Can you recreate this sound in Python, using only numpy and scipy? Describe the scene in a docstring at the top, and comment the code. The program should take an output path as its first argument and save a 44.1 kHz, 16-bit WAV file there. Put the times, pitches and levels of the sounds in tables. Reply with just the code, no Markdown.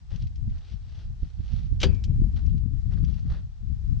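"""Over a faint hiss of open air, gusts rumble on two microphone ports and eddies thump them.
A rider shifts about on desert gravel beside a parked motorcycle and works a metal stand with a boot.
At 1.8 s the stand grazes and hits its stop with a clack that shakes hollow panels and leaves its
spring ringing faintly; a lighter click follows. The wind blows harder, the boots scuff on,
and at 3.3 s a small loose fitting clinks."""
import sys
import numpy as np
from scipy import signal
from scipy.io import wavfile
from scipy.ndimage import uniform_filter1d

SR = 44100
rng = np.random.default_rng(int(sys.argv[2]) if len(sys.argv) > 2 else 0)


def unload_audio(sound):
    """Save the sound as a 16-bit wav file, at the path given as the first command line argument."""
    columns = np.transpose(np.atleast_2d(sound))
    # keep every value between -1 and 1, then stretch to whole-number steps
    steps = np.round(np.clip(columns, -1, 1) * 32767)
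    wavfile.write(sys.argv[1], SR, steps.astype(np.int16))


N = 176400
TIME = np.arange(N) / SR


def from_db(db):
    """Amplitude ratio of a level in decibels."""
    return 10 ** (np.asarray(db) / 20)


def rms_one(x):
    """Normalisation to unit rms."""
    return x / np.sqrt(np.mean(x ** 2) + 1e-20)


def pan(db):
    """Left and right gains for an interchannel level difference."""
    return from_db(np.array([[db], [-db]]) / 2)


def drift(corner_hz):
    """Random modulation of unit rms: low-passed noise, drawn once in 40 samples."""
    pole = np.exp(-80 * np.pi * corner_hz / SR)
    noise = rng.standard_normal(N // 40 + 2002)
    slow = signal.lfilter([1], [1, -2 * pole, pole ** 2], noise)[2000:]
    return np.interp(np.arange(N) / 40, np.arange(len(slow)), rms_one(slow))


def white():
    """Two uncorrelated white noises."""
    return rng.standard_normal((2, N))


def stereo_sources(noise, correlation):
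    """Two independent stereo noises; mixing mid and side sets the left-right correlation of each."""
    mid_gain = np.sqrt((1 + correlation) / 2)
    side_gain = np.sqrt((1 - correlation) / 2) * np.array([[1], [-1]])
    return [mid_gain * mid + side_gain * side for mid, side in (noise(), noise())]


def bands(sources, spectrum):
    """Filter bank: (f/Hz, signal) bands of unit total power, fed alternately by two sources."""
    edges = 18 * 2 ** np.arange(0, 10.1, .4)
    freqs, levels = np.transpose(spectrum)
    out = []
    for k, (low, high) in enumerate(zip(edges, edges[1:])):
        hz = np.sqrt(low * high)
        if freqs[0] <= hz <= freqs[-1]:
            gain = from_db(np.interp(np.log(hz), np.log(freqs), levels))
            sos = signal.butter(3, [low, high], "band", fs=SR, output="sos")
            out.append((hz, gain * signal.sosfilt(sos, sources[k % 2] + 1e-18)))
    total = np.sqrt(sum(np.mean(band ** 2) for _, band in out))
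    return [(hz, band / total) for hz, band in out]


def coloured(sources, spectrum):
    """Spectral shaping: the weighted bands summed."""
    return sum(band for _, band in bands(sources, spectrum))


def lowpass(x, hz, order=4):
    """Butterworth low-pass."""
    return signal.sosfilt(signal.butter(order, hz, fs=SR, output="sos"), x)


def decay(start, t60, attack_s=.0004):
    """Exponential damping after a brief linear attack."""
    env, live = np.zeros(N), slice(int(start * SR), int((start + 2 * t60) * SR))
    age = TIME[live] - start
    env[live] = np.clip(age / attack_s, 0, 1) * from_db(-60 * age / t60)
    return env


def ring(modes, start):
    """Free vibration after a blow: damped sines of alternating sign."""
    age = np.maximum(TIME - start, 0)
    return sum((-1) ** k * from_db(db) * decay(start, t60) * np.sin(2 * np.pi * hz * age)
               for k, (hz, db, t60) in enumerate(modes))


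# spectral density of open air: f/Hz, relative level/dB
AIR_SPECTRUM = [(200, 12), (520, -3.5), (780, 5.5), (1050, -1.5), (1600, -0.5), (2400, -5), (3700, -2.5),
                (5600, -4), (7200, -11), (9000, -22), (12000, -31)]
# swell of the hiss: t/s, relative level/dB
AIR_SWELL = [(0, -1.5), (1.2, -1), (2.3, 1), (2.68, -3), (2.8, 1), (3.55, -2.5), (3.9, 1)]


def open_air(level_db=-67.2):
    """Diffuse ambient noise: a hiss almost uncorrelated between left and right."""
    swell = from_db(level_db + np.interp(TIME, *np.transpose(AIR_SWELL)))
    return swell * coloured(stereo_sources(white, correlation=.1), AIR_SPECTRUM)


# wind strength at each port: t/s, level/dB
LEFT_GUSTS = [(0, -43), (.09, -40), (.14, -24.5), (.19, -35), (.24, -26), (.32, -36), (.48, -25),
              (.66, -44), (.74, -30.5), (.82, -43.5), (1.12, -29.5), (1.18, -41), (1.26, -33), (1.3, -46),
              (1.38, -36), (1.5, -41.5), (1.82, -29), (1.86, -16.5), (1.98, -24), (2.24, -18),
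              (2.32, -25.5), (2.36, -18), (2.42, -24), (2.48, -17.5), (2.7, -28.5), (2.74, -21.5),
              (2.82, -31), (2.88, -19.5), (2.98, -25), (3.02, -18.5), (3.22, -30), (3.26, -23),
              (3.58, -37.5), (3.72, -21.5), (3.82, -29), (3.92, -19), (4, -23.5)]
RIGHT_GUSTS = [(0, -47), (.24, -32), (.42, -42), (.48, -23), (.64, -45), (1.02, -40.5), (1.06, -32.5),
               (1.32, -42), (1.54, -26), (1.74, -25), (2.04, -31.5), (2.18, -23), (2.34, -30.5),
               (2.56, -31), (2.6, -38.5), (3.02, -28), (3.1, -40.5), (3.32, -25), (3.54, -42), (4, -31.5)]
# spectral density of wind on a port: f/Hz, relative level/dB
WIND_SPECTRUM = [(20, -7), (35, -1), (60, 0.5), (100, -5), (150, -10.5), (210, -18), (300, -35),
                 (450, -46.5), (800, -75.5)]


def port_wind(gusts, gain_db=1, flutter_db=2.4, neutral_db=-17, corner_hz=90, smooth_s=.049):
    """Turbulent pressure on one port: a lumpy rumble that brightens as the gust grows."""
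    level = np.interp(TIME, *np.transpose(gusts)) + flutter_db * drift(corner_hz=8.9)
    parts = bands(white(), WIND_SPECTRUM)
    power = sum(band for _, band in parts) ** 2
    running_rms = np.sqrt(uniform_filter1d(power, int(smooth_s * SR)) + 1e-6)
    db_per_octave = .47 * (level - neutral_db)
    rumble = sum(band * from_db(db_per_octave * max(np.log2(hz / corner_hz), 0)) for hz, band in parts)
    return rumble / running_rms * from_db(gain_db + level)


def gravel(spectrum, grains_per_s=2500, spread_db=4):
    """Shot noise: grains collide at random instants, giving dense clicks of uneven size."""
    def grains():
        """Two independent Poisson impulse trains."""
        hits = rng.random((2, N)) < grains_per_s / SR
        signs = rng.choice([-1, 1], (2, N))
        return hits * signs * from_db(spread_db * np.minimum(rng.exponential(1, (2, N)), 4))

    return coloured(stereo_sources(grains, correlation=.7), spectrum)


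# boot slides: peak t/s, 20 dB rise/s, 20 dB fall/s, level/dB, crunch level re grit/dB
BOOT_SLIDES = [(0.116, 0.025, 0.11, -59, 2.5), (0.223, 0.075, 0.048, -60, -13), (.56, 0.13, 0.11, -70.5, 4),
               (0.717, 0.17, 0.079, -60, -3.5), (1.012, 0.25, 0.089, -60, -1.5),
               (1.235, 0.087, 0.19, -67, -2), (1.536, 0.2, 0.24, -58.5, -2.5),
               (2.369, 0.042, 0.099, -60, 1.5), (2.491, 0.053, 0.14, -69.5, -8.5),
               (2.917, 0.024, 0.15, -63, 7), (3.09, 0.11, 0.19, -62, -2), (3.188, 0.056, 0.054, -66, 3.5),
               (3.335, 0.094, 0.098, -59, 6.5)]
# spectral densities of bright grit and dull crunch: f/Hz, relative level/dB
GRIT_SPECTRUM = [(600, -25.5), (1500, -16.5), (2500, 5.5), (3600, 6), (5000, 5), (6000, -8.5),
                 (7500, -21.5), (9500, -41.5)]
CRUNCH_SPECTRUM = [(200, 11.5), (450, 2.5), (750, 1), (1050, -4.5), (1600, 2), (2400, -16), (4000, -15)]


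def boot_scuffs(clump_db=1.7):
    """Granular friction: gravel gives way in clumps under a sliding boot, as grit over a duller crunch."""
    grit_power, crunch_power = 0, 0
    for peak_s, rise, fall, db, crunch_db in BOOT_SLIDES:
        from_peak = np.maximum((peak_s - TIME) / rise, (TIME - peak_s) / fall).clip(0, 2)
        slide = from_db(db - 20 * from_peak ** 1.23)
        grit_power += slide ** 2
        crunch_power += (slide * from_db(crunch_db)) ** 2
    clumps = rms_one(from_db(clump_db * drift(corner_hz=45)))
    grit = np.sqrt(grit_power) * gravel(GRIT_SPECTRUM)
    crunch = np.sqrt(crunch_power) * gravel(CRUNCH_SPECTRUM)
    return clumps * (grit + crunch)


# pebbles snapping under a sole: t/s, level/dB
SNAPS = [(.1057, -61), (.159, -50), (.2224, -56), (.2703, -55), (.3566, -55.5), (.4973, -58), (.5816, -58),
         (2.4616, -57), (2.5793, -61), (3.0472, -55), (3.142, -57), (3.1949, -59)]
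# spectral density of a snap: f/Hz, relative level/dB
SNAP_SPECTRUM = [(1000, -23.5), (2500, 11), (4000, 6.5), (6000, 9.5), (7500, -20.5), (9500, -34)]


def pebble_snaps(t60_s=.05):
    """Impulsive excitation: each pebble snaps in a heavily damped burst."""
    return sum(from_db(db) * decay(start, t60_s) for start, db in SNAPS) * gravel(SNAP_SPECTRUM)


# eddies striking the ports: t/s, peak level/dB, f/Hz, left-right difference/dB
EDDIES = [(0.479, -26, 137, -1), (1.231, -19, 62.7, -10.5), (1.4, -21, 68.4, -10), (1.537, -20, 140, -10),
          (1.724, -19.5, 77.4, -17), (2.218, -18, 201, 8.5), (2.547, -20, 135, 14.5), (2.659, -22, 149, 14)]


def eddy_thumps(half_width_cycles=.51, wobble_cycles=.12):
    """Pressure pulses: each eddy pushes and pulls on the ports under a Gaussian envelope."""
    out = np.zeros((2, N))
    for peak_s, db, hz, side_db in EDDIES:
        cycles = (TIME - peak_s) * hz
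        phase = cycles + rng.random() + wobble_cycles * np.array([drift(60), drift(52)])
        envelope = np.exp(-np.minimum((cycles / half_width_cycles) ** 2, 20))
        out += pan(side_db) * from_db(db) * envelope * np.sin(2 * np.pi * phase)
    return lowpass(out, hz=340)


# contacts of the stand: t/s, level/dB, tilt/(dB per octave), factor on T60
STAND_CONTACTS = [(1.8017, -18.5, 6, 1.7), (1.8145, -12, 6, .55), (1.8185, -12, 2, .6),
                  (1.8305, 0, 1.5, .7), (1.8333, -1, -1.5, .85), (1.8695, -29, 6, .5), (1.9457, -37, 8, .8),
                  (2.0388, -22, 10.5, .65)]
# modes of stand and frame: f/Hz, level/dB, T60/s
STAND_MODES = [(2014, -39, .09), (2371, -34, .1), (2850, -33, .09), (3050, -27.5, .095), (3135, -29, .09),
               (3300, -33, .1), (3392, -33, .09), (3860, -29, .08)]
# spectral density of their dense, short-lived modes: f/Hz, relative level/dB
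CRACK_SPECTRUM = [(250, 4), (480, 1.5), (620, -7), (1400, -5.5), (2300, -4.5), (3200, -1), (4500, -7),
                  (6500, -12.5), (8000, -22), (10000, -30), (14000, -20.5)]
MAIN_BLOW_S = 1.833


def stand(crack_db=-22, crack_t60_s=.087, tail_db=-48.5, tail_db_per_octave=-5.5, pivot_hz=3000):
    """Impact excitation: each contact cracks and rings the steel; the main blow leaves a duller tail."""
    def struck(hz, t60):
        """Envelope of one resonance: the contacts add in energy."""
        octaves = np.clip(np.log2(hz / pivot_hz), -2, 1)
        return np.sqrt(sum((from_db(db + tilt * octaves) * decay(start, t60 * factor)) ** 2
                           for start, db, tilt, factor in STAND_CONTACTS))

    out = np.zeros((2, N))
    for hz, band in bands(stereo_sources(white, correlation=.85), CRACK_SPECTRUM):
        out += from_db(crack_db) * band * struck(hz, crack_t60_s)
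    # subtracting a fast decay from a slow one softens the tail's onset
    tail = from_db(tail_db) * (decay(MAIN_BLOW_S, t60=.43) - decay(MAIN_BLOW_S, t60=.053))
    for hz, band in bands(stereo_sources(white, correlation=.33), CRACK_SPECTRUM):
        out += band * tail * from_db(tail_db_per_octave * np.log2(hz / pivot_hz))
    for hz, db, t60 in STAND_MODES:
        out += from_db(db) * struck(hz, t60) * np.sin(2 * np.pi * (hz * TIME + rng.random()))
    return out


# modes of the return spring: f/Hz, level/dB, T60/s
SPRING_MODES = [(1588, -57, .3), (1798, -56, .35), (2293, -60, 1.0), (2374, -56, .7), (2509, -60, .65),
                (2553, -53, .5), (2697, -60, .55), (4705, -35.5, .155)]


def spring(rise_s=.025, chatter_db=2.8, chatter_hz=30):
    """Coupled vibration: the coils take up the main blow gradually; their chatter modulates each mode."""
    build = 1 - np.exp(-np.maximum(TIME - MAIN_BLOW_S, 0) / rise_s)
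    return build * sum(ring([mode], MAIN_BLOW_S) * rms_one(from_db(chatter_db * drift(chatter_hz)))
                       for mode in SPRING_MODES)


# modes of the hollow panels: f/Hz, level/dB, T60/s
PANEL_MODES = [(310, -32, .1), (390, -25, .17), (504, -27, .12), (555, -38, .09)]


def panels(start_s=1.8365, rise_s=.005):
    """Structure-borne sound: the main blow shakes the panels into low resonances."""
    return ring(PANEL_MODES, start_s) * np.clip((TIME - start_s) / rise_s, 0, 1)


# modes of a small loose fitting: f/Hz, level/dB, T60/s
FITTING_MODES = [(3680, -62, 0.16), (5550, -67.5, .07)]


def fitting_clink(start_s=3.3):
    """Free vibration of a small part: two high modes that die quickly."""
    return ring(FITTING_MODES, start_s)


def treble_shelf(x, edge_hz=7400, top_db=-19):
    """Microphone response: a steep treble edge with a little level left above it."""
    return lowpass(x, edge_hz, order=12) + from_db(top_db) * x


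def scene():
    """Superposition of air, wind, motorcycle and boots; only the motorcycle passes the treble shelf."""
    air = open_air()
    wind = np.array([port_wind(LEFT_GUSTS), port_wind(RIGHT_GUSTS)]) + eddy_thumps()
    slightly_left, slightly_right = pan(db=1.78), pan(db=-3)
    steel = stand() + spring() + fitting_clink()
    motorcycle = treble_shelf(slightly_left * steel + slightly_right * panels())
    boots = slightly_left * (boot_scuffs() + pebble_snaps())
    return air + wind + motorcycle + boots


def record(dry, stopband_hz=15000):
    """Band limiting: a steep low-pass removes the highest treble."""
    return signal.sosfilt(signal.cheby2(12, 70, stopband_hz, fs=SR, output="sos"), dry)


dry = scene()
out = record(dry)
unload_audio(out)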